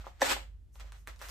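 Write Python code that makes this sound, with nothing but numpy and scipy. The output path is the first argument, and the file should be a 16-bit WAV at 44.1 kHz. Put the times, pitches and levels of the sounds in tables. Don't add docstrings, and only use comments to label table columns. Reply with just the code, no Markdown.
import sys
import numpy as np
from scipy import signal
from scipy.fft import rfft, irfft
from scipy.io import wavfile

SR = 44100
rng = np.random.default_rng(int(sys.argv[2]) if len(sys.argv) > 2 else 0)


def generate_wav(signal):
    frames = np.transpose(np.atleast_2d(signal))
    scaled = np.clip(frames, -1, 1) * 32767
    pcm = np.round(scaled).astype(np.int16)
    wavfile.write(sys.argv[1], SR, pcm)


N = 57330


def undb(db):
    return 10 ** (np.asarray(db) / 20)


def clock():
    return np.arange(N) / SR


def unit(x):
    return x / np.sqrt(np.mean(x ** 2))


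def fader(rows):
    return undb(np.interp(clock(), *np.array(rows).T))


def die_away(age, fade_s):
    return np.exp(-np.log(1000) * age / fade_s)


def ring(x, response):
    return signal.fftconvolve(x, response)[:N]


def colour(points, size=8192):
    hz, db = np.array(points).T
    grid_hz = np.maximum(np.arange(size // 2 + 1) * SR / size, 1)
    gains = undb(np.interp(np.log(grid_hz), np.log(hz), db))
    cepstrum = irfft(np.log(gains))
    cepstrum[1:size // 2] *= 2
    cepstrum[size // 2 + 1:] = 0
    response = irfft(np.exp(rfft(cepstrum)))
    return response / np.linalg.norm(response)


def burst(start_s, decay_s):
    age = clock() - start_s
    noise = rng.standard_normal(N) * (age >= 0) * np.exp(-np.abs(age) / decay_s)
    return noise / np.linalg.norm(noise)


def crackle(snaps_per_s, spread_db):
    sizes = undb(spread_db * np.minimum(rng.exponential(size=N), 4))
    happens = rng.random(N) < snaps_per_s / SR
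    return unit(happens * sizes * rng.choice([-1, 1], N))


def room(x, direct_db=0, echo_db=0):
    delay_s, split_hz, room_db = 0.004, 6000, -1
    clutter_db, clutter_decay_s = 7, 0.0079
    age = np.maximum(clock()[:SR // 2] - delay_s, 0)
    noise = rng.standard_normal((2, len(age))) * (age > 0)
    low = signal.sosfilt(signal.butter(2, split_hz, fs=SR, output="sos"), noise)
    tail = low * die_away(age, fade_s=0.27) + (noise - low) * die_away(age, fade_s=0.25)
    tail *= 1 + undb(clutter_db) * np.exp(-age / clutter_decay_s)
    echo = np.array([ring(x, side / np.linalg.norm(side)) for side in tail])
    return undb(direct_db) * x + undb(room_db + echo_db) * echo


def ventilation():
    # pitch_hz, level_db
    air_tone = [(20, -17.5), (35, -11.5), (52, -3.5), (70, 1.5), (100, -12), (140, -18), (200, -26),
                (400, -36), (1000, -50), (3000, -53.5), (8000, -56.5), (16000, -60.5)]
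    # time_s, level_db
    hum_levels = [(0, -40.5), (.12, -63.5), (.2, -57.5), (.37, -44.5), (.47, -50.5), (.52, -45),
                  (.72, -61.5), (.83, -45.5), (1.03, -53.5), (1.12, -48), (1.2, -55.5), (1.27, -47.5)]
    air_db, hum_hz, stereo_width, right_louder_db = -56.5, 51, 0.48, 2
    middle, side = (unit(ring(rng.standard_normal(N), colour(air_tone))) for _ in range(2))
    hum = np.sqrt(2) * fader(hum_levels) * np.sin(2 * np.pi * (hum_hz * clock() + rng.random()))
    left_right = np.array([[1], [-1]])
    air = undb(air_db) * (middle + stereo_width * side * left_right)
    return (hum + air) * undb(-right_louder_db * left_right / 2)


def brushing():
    # middle_s, level_db, half_length_s
    touches = [(0.754, -65.5, 0.017), (.985, -71, .03), (1.079, -57, .006), (1.275, -57, 0.049)]
    # pitch_hz, level_db
    hiss_tone = [(500, -35), (3000, -29), (6000, 0), (9000, -5), (13000, -5), (16000, -12.5)]
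    contact = sum(undb(db) * np.exp(-.5 * ((clock() - at) / half_s) ** 2) for at, db, half_s in touches)
    hiss = ring(rng.standard_normal(N) * contact, colour(hiss_tone))
    return room(hiss, direct_db=-6.5)


def rustling(spots=3):
    # time_s, level_db
    rub_levels = [(0, -53.5), (.035, -66.5), (.06, -54), (.095, -62), (.135, -76), (.18, -68), (.45, -80),
                  (.72, -102), (.745, -72.5), (.79, -63), (.808, -49.5), (.83, -67.5), (.86, -59.5),
                  (.915, -72.5), (.945, -56.5), (.99, -73.5), (1.055, -80), (1.08, -50.5), (1.12, -61.5),
                  (1.18, -73.5), (1.208, -53.5), (1.222, -50.5), (1.25, -48.5), (1.27, -56.5), (1.3, -47)]
    # pitch_hz, level_db
    heard_tone = [(100, -13.5), (250, -5), (500, 5.5), (1200, 7), (2300, 4.5), (3500, 0), (8000, -7),
                  (10500, -23), (13000, -9.5), (16000, -31.5)]
    rub, tone, out = fader(rub_levels), colour(heard_tone), 0
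    for _ in range(spots):
        slips = crackle(snaps_per_s=2900, spread_db=4.5) * rub
        out += room(ring(slips, tone), direct_db=-5.5)
    return out / np.sqrt(spots)


def thud_and_ticks():
    # start_s, level_db, treble_tilt_db_per_octave, echo_db
    hits = [(0.015, -35, -18, -7), (0.1969, -39, -1.5, -4), (.2175, -14, 1, -4.5), (0.7987, -33, 0.5, 4),
            (0.9217, -32, 1, -0.5), (1.074, -24.5, 1.5, -0.5), (1.1615, -40, 0, -2), (1.1930, -38.5, 2, -1),
            (1.1978, -38.5, -2, -20), (1.2156, -27, 5.5, 7), (1.287, -25, 5, 0), (1.2935, -24.5, 4, 4)]
    # pitch_hz, level_db
    base_tone = [(100, -17), (250, -8.5), (500, -3.5), (1200, 5), (2300, -2), (3500, -2), (8000, -7),
                 (13000, -18), (16000, -10)]
    puff_db, out = -3, 0
    for start_s, level_db, tilt, echo_db in hits:
        hit = undb(puff_db) * burst(start_s, decay_s=.0006)
        hit[int(start_s * SR)] += 1
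        tone = colour([(hz, db + tilt * np.log2(hz)) for hz, db in base_tone])
        out += room(undb(level_db) * ring(hit, tone), echo_db=echo_db)
    return out


def flap(middle_s, level_db, pitch_hz, half_length_cycles):
    cycles = (clock() - middle_s) * pitch_hz
    swell = np.exp(-.5 * (cycles / half_length_cycles) ** 2)
    return undb(level_db) * swell * np.sin(2 * np.pi * cycles)


def pops():
    # delay_s, level_db, pitch_hz, half_length_cycles
    fold_swings = [(.0013, -23, 5700, 2), (.0027, -19, 1790, 2), (.0039, -14, 826, 0.63),
                   (.0090, -27, 530, 2.4), (.0095, -35, 283.7, 1.3)]
    # middle_s, level_db, pitch_hz
    buckle_pops = [(0.044, -42, 1066), (0.0684, -31, 860), (0.0741, -46, 590), (0.2117, -45, 900),
                   (.3665, -31.5, 695), (0.7564, -46, 3200), (0.7585, -50, 870), (.8445, -51, 630),
                   (0.9233, -46, 1270), (1.0741, -28, 1666), (1.0802, -47.5, 366), (1.2159, -33.5, 1240),
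                   (1.243, -37, 1750)]
    # pitch_hz, relative_level_db, fade_s
    hollow_notes = [(275.2, -4.5, 0.46), (542.5, 9, 0.079), (723.5, -5, 0.31), (836, -4.5, 0.15),
                    (1024, -11, 0.28), (1183, 2.5, 0.064), (1350, 1, .15), (1745, -2, .15), (1875, -2, .15)]
    pierce_s, hollow_db = .217, -54
    t = clock()
    pierce = sum(flap(pierce_s + delay_s, db, hz, cycles) for delay_s, db, hz, cycles in fold_swings)
    buckles = sum(flap(at, db, hz, half_length_cycles=0.37) for at, db, hz in buckle_pops)
    hollow = sum(undb(db) * die_away(t, fade_s) * np.cos(2 * np.pi * hz * t)
                 for hz, db, fade_s in hollow_notes)
    ringing = undb(hollow_db) * ring(pierce + buckles, hollow)
    return room(pierce, echo_db=-1.5) + room(buckles, echo_db=-1) + ringing


def tearing(spots=4):
    # time_s, level_db
    pull_levels = [(.195, -73), (.209, -38.5), (.216, -35), (.218, -24.5), (.226, -31), (.240, -33.5),
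                   (.256, -28), (.280, -35.5), (.291, -27.5), (.302, -27), (.319, -27.5), (.331, -39.5),
                   (.345, -69.5), (.40, -89)]
    # pitch_hz, level_db
    heard_tone = [(100, -14), (190, -13.5), (270, -0.5), (420, -2.5), (550, 6.5), (660, -9), (830, 5.5),
                  (1050, -3), (1350, 1), (2000, 0), (2500, -2), (3200, -4), (4200, -5), (6200, -10),
                  (8000, -5.5), (10000, -21.5), (13000, -13), (16000, -33)]
    rasp_hz, rasp_sharpness, rasp_db = 2950, 4.6, -2.5
    rasp_filter = signal.iirpeak(rasp_hz, rasp_sharpness, fs=SR)
    slit = np.interp(clock(), [.26, .30], [0, 1])
    pull, tone, out = fader(pull_levels), colour(heard_tone), 0
    for _ in range(spots):
        snaps = ring(crackle(snaps_per_s=800, spread_db=3) * pull, tone)
        rasp = undb(rasp_db) * slit * signal.lfilter(*rasp_filter, snaps)
        out += room(snaps + rasp, direct_db=-6.5)
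    return out / np.sqrt(spots)


def scene():
    return pops() + tearing() + thud_and_ticks() + rustling() + brushing() + ventilation()


def record(dry):
    top_hz = 14800
    return signal.sosfilt(signal.ellip(8, .2, 70, top_hz, fs=SR, output="sos"), dry)


dry = scene()
out = record(dry)
generate_wav(out)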